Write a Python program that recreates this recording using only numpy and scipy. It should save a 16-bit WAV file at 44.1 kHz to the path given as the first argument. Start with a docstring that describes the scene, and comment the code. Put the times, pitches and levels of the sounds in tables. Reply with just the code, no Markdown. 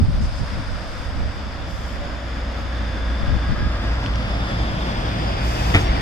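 """A deep, throbbing drone and a roar of wheels on rails: a two-car diesel train slows past a platform.
The throttle closes, so the two exhaust notes sink and beat, and the turbocharger's whistle falls.
The running gear whines, escaping air hisses, metal ticks, and blows under the train make a late clunk.
A breeze buffets the two small microphones, which stand a little apart."""
import sys
import numpy as np
from scipy import signal
from scipy.fft import rfft, irfft
from scipy.io import wavfile
from scipy.ndimage import uniform_filter1d

SR = 44100
rng = np.random.default_rng(int(sys.argv[2]) if len(sys.argv) > 2 else 0)


def materialize(psi):
    """Save the field psi as 16-bit PCM at rate SR to the path in sys.argv[1].

    A 1-D psi becomes a single channel; in a 2-D psi each row is a channel.
    """
    bounded = np.clip(np.atleast_2d(psi).T, -1, 1)
    quanta = np.round(bounded * 32767).astype(np.int16)
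    wavfile.write(sys.argv[1], SR, quanta)


N = 265041
T = np.arange(N) / SR

# Tone colour of the breeze, the gusts and the shaking ground: pitch_hz, relative_db
BREEZE_SPECTRUM = [(12, 4), (30, 8), (50, 13.5), (90, 0.5), (160, -24), (400, -60), (1500, -95)]
GUST_SPECTRUM = [(12, -2), (30, 0), (60, -0.5), (120, -5), (200, -9.5), (350, -26.5), (700, -40),
                 (2500, -94)]
GROUND_SPECTRUM = [(15, -43), (33, 0), (42, 2), (58, -6), (75, -4), (105, 1), (135, -10), (300, -59),
                   (900, -97)]
# Strength of the breeze: time_s, left_db, right_db
BREEZE_LEVELS = [(0, -25, -27), (.7, -30, -28), (.85, -29.5, -32), (1.1, -29.5, -27), (1.6, -37, -28.5),
                 (2.5, -36, -37), (3.5, -33, -36), (4.5, -35, -37), (6.01, -52, -42)]
# Gusts that hit one microphone: middle_s, length_s, level_db, side (0 left, 1 right)
GUSTS = [(.01, 0.035, -10, 0), (.04, 0.055, -10, 1), (.085, .06, -16, 0), (.1, .05, -16, 1),
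         (.15, .07, -21, 0), (.155, .05, -20, 1), (.22, .1, -16.5, 0), (.245, .07, -18.5, 1),
         (.43, .05, -23, 0), (.42, .08, -20, 1), (.56, .12, -25, 0), (.58, .07, -25, 1),
         (0.729, 0.14, -24, 1), (1.23, .22, -23, 1), (3.232, .073, -19.5, 0), (3.328, 0.14, -14, 0),
         (3.516, 0.087, -14.5, 0), (3.63, 0.15, -17.5, 1)]
# Strength of the ground rumble: time_s, level_db
RUMBLE_LEVELS = [(0, -26.5), (1, -37.5), (2, -38.5), (3, -39.5), (4, -26.5), (5, -31), (5.6, -25.5),
                 (6.01, -26)]

# Tone colour of the far roar, singing rails and front bogie (wheel frame): pitch_hz, relative_db
FAR_SPECTRUM = [(53, -38), (90, -0.5), (280, -4.5), (385, -19.5), (554, -3.5), (832, -10.5), (1030, -9),
                (1120, -9.5), (1360, -8.5), (3410, -21), (4230, -23), (5010, -18.5), (6080, -27.5),
                (14900, -50.5)]
RAIL_SPECTRUM = [(53, -28), (90, 1), (114, -28), (164, -10), (257, -3), (402, -18), (542, -8.5), (780, -15),
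                 (1680, -12), (2700, -24), (3490, -25), (3960, -40), (4910, -40), (14900, -65.5)]
BOGIE_SPECTRUM = [(53, -31), (90, -5.5), (167, -4), (246, -12.5), (304, -8), (420, -16), (686, -11),
                  (1010, -16.5), (3340, -25), (4050, -34), (4910, -28.5), (6080, -38.5), (13100, -55.5),
                  (14900, -70)]
# Strength of those three roars: time_s, far_db, rails_db, bogie_db
ROAR_LEVELS = [(0, -37.5, -71, -45), (.5, -33.5, -38, -57), (1.2, -37, -37.5, -41.5),
               (2, -38.5, -35.5, -38), (2.8, -37, -33, -40), (3.6, -35, -32, -38.5), (4.5, -34, -31.5, -31),
               (5.2, -37, -34.5, -26.5), (6.01, -45, -34, -24.5)]
# How alike the roar is at the two microphones: pitch_hz, likeness (0 to 1)
ROAR_LIKENESS = [(60, 1), (290, 0.96), (630, 0.5), (1380, 0.36), (3020, 0.41), (6610, 0.31), (14500, 0.1)]

# Running-gear tones, swells of gear whine, and loose parts squeaking after the clunk:
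# start_s, length_s, pitch_hz, wander_width_hz, level_db
RUNNING_GEAR_TONES = [(5.8, 0.38, 2000, 510, -38.5), (5.25, 0.55, 2500, 250, -45.5),
                      (5.4, 1.2, 3600, 39, -59), (4.03, .32, 2800, 8, -49), (4.3, 1.26, 110, 19.7, -35),
                      (4.1, 1.19, 192, 30.8, -37), (2.98, 1, 1240, 40, -47.5), (3.76, .8, 1350, 37, -49),
                      (2.56, 1.1, 3530, 150, -57), (4.25, .95, 3450, 200, -52),
                      (4.3, 1.15, 3230, 50, -53.5), (3.4, 0.46, 4700, 205, -65),
                      (5.05, 0.51, 5000, 300, -56)]
GEAR_WHINE = [(2.8, .45, 1652, 10, -45), (3.17, .6, 1641, 8, -42.5), (3.6, .6, 1636, 8, -46)]
SQUEAKS = [(5.75, .045, 6500, 20, -54), (5.782, .056, 6437, 25, -45.5), (5.797, .1, 5578, 22, -47)]
# Air escaping under the train: start_s, length_s, hiss_db, nozzle_whistle_db
HISSES = [(0.203, 0.082, -49, -80), (.34, 0.079, -50, -80), (.83, 0.3, -55, -71), (1.636, 0.37, -52, -66),
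          (2.53, .12, -61, -70), (5.378, 0.53, -42, -54)]
# Tone colour of the air jet: pitch_hz, relative_db
JET_SPECTRUM = [(3000, -19), (5000, 9.5), (7000, 5.5), (10000, -3.5), (12000, -24), (14000, -13),
                (15000, -8)]
# Metal ticks: start_s, level_db, pitch_hz, left_minus_right_db, bright_edge_db
TICKS = [(4.0405, -26, 2600, 4.5, -16), (4.062, -16.5, 2700, 1, -14), (4.0724, -28, 2690, 2.0, -10),
         (4.138, -27, 2500, -2, -16), (4.1574, -21, 2800, 0, -4), (4.2272, -31, 3200, 0, -10),
         (5.8698, -22, 2800, 3.5, -10)]
# The quick blows that make up one clunk: start_s, level_db, brightness_db
CLUNK_BLOWS = [(5.7413, -36.5, 18.5), (5.7467, -26.5, 15.5), (5.751, -11, -3.5), (5.7602, -23.5, 6.5),
               (5.772, -19, 0), (5.792, -29, 2)]
# Ringing notes of the frame under the train: pitch_hz, relative_db, fade_s (time to drop 60 dB)
FRAME_NOTES = [(100, 6.5, 0.08), (137, 4.5, 0.059), (212, -2.5, 0.075), (287, 3.5, 0.046), (450, 1, 0.03),
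               (690, 2, 0.035), (880, -3, 0.03), (1320, 2, 0.02), (1730, -2, 0.022), (1980, 7, 0.013),
               (2200, 5, 0.0076), (2450, 3, 0.014), (5250, -24, 0.03)]
# Tone colour of each blow's rattling crack: pitch_hz, relative_db
CRACK_SPECTRUM = [(150, -7), (500, 6), (900, -5), (2300, 5.5), (3200, -4), (5000, -18.5), (8000, -18),
                  (14000, -46)]

# Strength of the turbocharger and of the front exhaust: time_s, level_db
TURBO_LEVELS = [(0, -64.5), (1, -64), (1.3, -69), (1.85, -73), (2, -63), (3, -64.5), (3.4, -80),
                (6.01, -99)]
EXHAUST_LEVELS = [(.4, -46), (1.4, -34.5), (2, -33.5), (2.4, -28.5), (3.05, -24), (3.5, -23), (4.2, -25),
                  (5.1, -29.5), (5.6, -24.5), (6.01, -23.5)]
# Fuzzy extra notes in the exhaust: multiple (of the firing rate), relative_db
EXHAUST_MULTIPLES = [(2 / 3, -10), (3 / 2, -22), (1.5, -35), (1.5, -27), (3.5, -23.5), (6, -28)]

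# Resonances of the microphones' small openings: pitch_hz, width_hz, boost_db
MIC_RESONANCES = [(570, 510, 0.5), (3533, 370, 6.5), (4660, 530, 3), (5060, 380, 4.5)]
# How the two microphones differ in tone: pitch_hz, left_minus_right_db
MIC_TILT = [(60, 0), (180, 0.5), (540, 0.5), (1610, 0.5), (4830, 3), (14500, -4)]

THROTTLE_SHUT_S = 0.94  # engines and turbocharger start to run down
FULL_HZ, FRONT_IDLE_HZ, REAR_IDLE_HZ = 72, 55, 60.3  # engine firing rates
FRONT_SLOWING_S, REAR_SLOWING_S = 1.4, 1.08  # time to fall about two thirds of the way to idle
SWING_START_S, SWING_END_S, FULL_LAG_SAMPLES = 3.33, 5.51, 20.4  # the train moves to the left


def gain_of(db):
    """Turns decibels into a number to multiply a signal by."""
    return 10 ** (np.asarray(db) / 20)


def unit_level(x):
    """Scales a signal to an average (rms) level of 1."""
    return x / np.sqrt(np.mean(x ** 2) + 1e-20)


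def at_pitch(points, hz):
    """Looks up a table by pitch, blending between rows on a musical (log) scale."""
    pitches, values = np.transpose(points)
    return np.interp(np.log(hz + 1), np.log(pitches + 1), values)


def at_time(rows, column=1, t=T):
    """Looks up a table column by time, blending between rows."""
    return np.interp(t, np.transpose(rows)[0], np.transpose(rows)[column])


def shaped_noise(spectrum, channels):
    """Unrelated noises that share one tone colour."""
    shape = gain_of(at_pitch(spectrum, np.fft.rfftfreq(N, 1 / SR)))
    return unit_level(irfft(rfft(rng.standard_normal((channels, N))) * shape, N))


def wobble(shape, steps, axis=-1):
    """A random wiggle; smoothing over more steps makes it slower."""
    return unit_level(uniform_filter1d(rng.standard_normal(shape), size=steps, axis=axis))


def fuzzy_tone(noise, hz, width_hz):
    """Keeps a narrow band of noise around a pitch, which may glide."""
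    spin = np.exp(2j * np.pi * np.cumsum(hz * np.ones(N)) / SR)
    r = np.exp(-np.pi * width_hz / SR)
    # Shift the pitch down to zero, smooth twice, then shift back.
    smoothed = signal.lfilter([(1 - r) ** 2], [1, -2 * r, r * r], noise / spin)
    return unit_level(2 * (spin * smoothed).real)


def swell(start_s, length_s, fade_share):
    """Fades in, holds and fades out."""
    progress = np.clip((T - start_s) / length_s, 0, 1)
    opening = np.minimum(np.minimum(progress, 1 - progress) / fade_share, 1)
    return np.sin(np.pi / 2 * opening) ** 2


def run_down(full_hz, slow_hz, slowing_s):
    """Holds steady until the throttle closes, then falls, quickly at first."""
    return slow_hz + (full_hz - slow_hz) * np.exp(-np.maximum(T - THROTTLE_SHUT_S, 0) / slowing_s)


def right_lag(t):
    """How many samples later the train's sound reaches the right microphone."""
    return FULL_LAG_SAMPLES * np.clip((t - SWING_START_S) / (SWING_END_S - SWING_START_S), 0, 1)


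def move_left(x):
    """Makes a sound drift left by delaying the right channel."""
    return np.array([x, np.interp(np.arange(N) - right_lag(T), np.arange(N), x)])


def wind(lumpy_db=3, puffs_per_s=2.5, puff_s=0.092, puff_db=-36):
    """Swirling air hits each microphone separately: a low, lumpy breeze, random puffs and gusts."""
    lumps = gain_of(lumpy_db * wobble((2, N), steps=2500))
    strength = gain_of([at_time(BREEZE_LEVELS, column=1), at_time(BREEZE_LEVELS, column=2)])
    out = shaped_noise(BREEZE_SPECTRUM, channels=2) * lumps * strength
    buffet = shaped_noise(GUST_SPECTRUM, channels=2)
    buffet /= np.sqrt(uniform_filter1d(buffet ** 2, size=2500))  # hold its level steady
    puff_moments = rng.random((2, N)) < puffs_per_s / SR
    puffs = signal.oaconvolve(puff_moments, np.hanning(round(puff_s * SR))[None], "same")
    out += gain_of(puff_db) * puffs * buffet
    for middle_s, length_s, db, side in GUSTS:
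        gust = swell(middle_s - length_s / 2, length_s, fade_share=0.28)
        out[round(side)] += gain_of(db) * buffet[round(side)] * gust
    return out


def ground_rumble():
    """The track and the ground shake with a low rumble."""
    return shaped_noise(GROUND_SPECTRUM, channels=1)[0] * gain_of(at_time(RUMBLE_LEVELS))


def rolling_roar(patchy_db=0.26, flicker_db=0.5):
    """Far roar, singing rails and front bogie: three broad noises take turns as the train nears."""
    slices, hz = N // 256 + 5, np.fft.rfftfreq(1024, 1 / SR)  # built in short slices of time
    t = np.arange(slices) * 256 / SR
    left_re, left_im, other_re, other_im, patches = rng.standard_normal((slices, 513, 5)).T
    left, other = left_re + 1j * left_im, other_re + 1j * other_im
    patches = uniform_filter1d(patches, size=14, axis=0)  # smooth across pitch
    patches = unit_level(uniform_filter1d(patches, size=16, axis=1))  # and across time
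    flicker = wobble(slices, steps=8)
    power = 0
    for column, spectrum in enumerate((FAR_SPECTRUM, RAIL_SPECTRUM, BOGIE_SPECTRUM), start=1):
        colour = unit_level(gain_of(at_pitch(spectrum, hz)) * (hz > 50))
        power += np.outer(colour, gain_of(at_time(ROAR_LEVELS, column, t))) ** 2
    likeness = np.clip(at_pitch(ROAR_LIKENESS, hz), 0, 1)[:, None]
    delay = np.exp(-2j * np.pi * np.outer(hz, right_lag(t)) / SR)
    right = likeness * left * delay + np.sqrt(1 - likeness ** 2) * other
    strength = np.sqrt(power) * gain_of(patchy_db * patches + flicker_db * flicker)
    roar = signal.istft(np.array([left, right]) * strength, nperseg=1024, noverlap=768)[1]
    plain_level = np.std(signal.istft(left, nperseg=1024, noverlap=768)[1])
    return roar[:, :N] / plain_level


def singing_parts(rows, flutter_db):
    """Moving parts hum, whine or squeak: tones that wander in pitch and flutter in level."""
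    out = np.zeros(N)
    for start_s, length_s, hz, width_hz, db in rows:
        span = slice(round(start_s * SR), min(round((start_s + length_s) * SR), N))
        drift, flutter = wobble((span.stop - span.start, 2), steps=600, axis=0).T
        tone = np.sqrt(2) * np.sin(2 * np.pi * np.cumsum(hz + width_hz / 2 * drift) / SR)
        fade = swell(start_s, length_s, fade_share=0.26)[span]
        out[span] += gain_of(db + flutter_db * flutter) * tone * fade
    return out


def air_hisses(nozzle_hz=12900, nozzle_width_hz=730):
    """Air escapes in bursts: a broad hiss with a high whistle from the nozzle."""
    jet = shaped_noise(JET_SPECTRUM, channels=2)
    nozzle = fuzzy_tone(rng.standard_normal((2, N)), nozzle_hz, nozzle_width_hz)
    return sum(swell(start_s, length_s, fade_share=0.22)
               * (gain_of(hiss_db) * jet + gain_of(whistle_db) * nozzle)
               for start_s, length_s, hiss_db, whistle_db in HISSES)


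def metal_ticks(ring_s=0.0003, bounce_s=0.00068, bounce_db=-2, knock_hz=1300, knock_db=-5, edge_hz=4500):
    """Metal snaps for about one cycle, with a lower knock and a bright edge, then bounces once."""
    out, t = np.zeros((2, N)), np.arange(200) / SR
    for start_s, db, hz, pan_db, edge_db in TICKS:
        snap = np.sin(2 * np.pi * hz * t)
        snap += gain_of(knock_db) * np.sin(2 * np.pi * knock_hz * t)
        snap += gain_of(edge_db) * np.sin(2 * np.pi * edge_hz * t)
        snap *= np.e * t / ring_s * np.exp(-(t / ring_s) ** 2)
        snap += gain_of(bounce_db) * np.interp(t - bounce_s, t, snap)
        at = round(start_s * SR)
        out[:, at:at + len(t)] += np.outer(gain_of([db + pan_db / 2, db - pan_db / 2]), snap)
    return out


def frame_clunk(crack_db=-2, crack_s=0.014, rise_s=0.00042, left_lead_samples=8):
    """Blows ring the frame under the train; brighter blows bring more high notes and rattling crack."""
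    length = 8000
    out, t = np.zeros(N + length), np.arange(length) / SR
    rattles = shaped_noise(CRACK_SPECTRUM, channels=len(CLUNK_BLOWS))[:, :length]
    for (start_s, blow_db, bright_db), rattle in zip(CLUNK_BLOWS, rattles):
        blow = gain_of(crack_db + bright_db) * rattle * np.exp(-t / crack_s)
        for hz, db, fade_s in FRAME_NOTES:
            note_db = db + bright_db * min(hz / 2000, 1) - 60 * t / fade_s
            blow -= gain_of(note_db) * np.sin(2 * np.pi * hz * t)
        out[round(start_s * SR):][:length] += gain_of(blow_db) * blow * (1 - np.exp(-t / rise_s))
    return np.array([out[left_lead_samples:][:N], out[:N]])


def turbo_whistle(full_hz=8720, slow_hz=6100, sag_hz_per_s=170, scatter_share=0.07):
    """The turbocharger's fuzzy whistle sags a little, then falls further once the throttle closes."""
    sag_hz = sag_hz_per_s * np.minimum(T, THROTTLE_SHUT_S)
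    hz = run_down(full_hz, slow_hz, slowing_s=1.2) - sag_hz
    hz += scatter_share * (hz - slow_hz) * wobble(N, steps=50)
    return fuzzy_tone(rng.standard_normal(N), hz, width_hz=210) * gain_of(at_time(TURBO_LEVELS))


def engine_hum(multiple=9.15, level_db=-46.5):
    """A fuzzy hum, far above the firing rate, sinks with the engine speed as the train approaches."""
    hz = multiple * run_down(FULL_HZ, FRONT_IDLE_HZ, FRONT_SLOWING_S)
    hum = fuzzy_tone(rng.standard_normal(N), hz, width_hz=28)
    return gain_of(level_db) * hum * swell(start_s=1.8, length_s=1.4, fade_share=0.16)


def exhaust_drone(jitter_share=0.006, in_step_s=5.69, rear_in_step_db=-1.5, rear_rise_db_per_s=4):
    """Each engine's firing makes a low note; the two slip in and out of step, so the drone throbs."""
    front_hz = run_down(FULL_HZ, FRONT_IDLE_HZ, FRONT_SLOWING_S)
    rear_hz = run_down(FULL_HZ, REAR_IDLE_HZ, REAR_SLOWING_S)
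    front_phase = 2 * np.pi * np.cumsum(front_hz * (1 + jitter_share * wobble(N, steps=3000))) / SR
    rear_lead = 2 * np.pi * np.cumsum(rear_hz - front_hz) / SR
    rear_lead -= np.interp(in_step_s, T, rear_lead)  # both fire together at this moment
    # The rear engine grows until it is nearly as loud as the front one.
    rear_gain = gain_of(np.minimum(rear_in_step_db + rear_rise_db_per_s * (T - in_step_s), 0))
    drone = np.sqrt(2) * (np.sin(front_phase) + rear_gain * np.sin(front_phase + rear_lead))
    noise = rng.standard_normal(N)
    for multiple, db in EXHAUST_MULTIPLES:
        drone += gain_of(db) * fuzzy_tone(noise, multiple * front_hz, width_hz=3)
    return drone * gain_of(at_time(EXHAUST_LEVELS))


def scene():
    """Adds up the passing train and the breeze, in left and right channels."""
    engines = exhaust_drone() + engine_hum() + turbo_whistle()
    gear = singing_parts(RUNNING_GEAR_TONES, flutter_db=3.5) + singing_parts(GEAR_WHINE, flutter_db=2.5)
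    moving = move_left(engines + gear + ground_rumble())
    clatter = metal_ticks() + frame_clunk() + singing_parts(SQUEAKS, flutter_db=4.5)
    return rolling_roar() + moving + air_hisses() + clatter + wind()


def record(dry, ceiling=1.1, cutoff_hz=14950):
    """The microphones colour the sound, gently squash loud peaks and lose the highest treble."""
    hz = np.fft.rfftfreq(N, 1 / SR)
    boost_db = sum(db / (1 + (2 * (hz - pitch_hz) / width_hz) ** 2)
                   for pitch_hz, width_hz, db in MIC_RESONANCES)
    tilt_db = np.outer([0.5, -0.5], at_pitch(MIC_TILT, hz))
    heard = irfft(rfft(dry) * gain_of(boost_db + tilt_db), N)
    heard = ceiling * np.tanh(heard / ceiling)
    treble_cut = signal.firwin(1023, cutoff_hz, window=("kaiser", 10), fs=SR)
    return signal.oaconvolve(heard, treble_cut[None], "same")


dry = scene()
out = record(dry)
materialize(out)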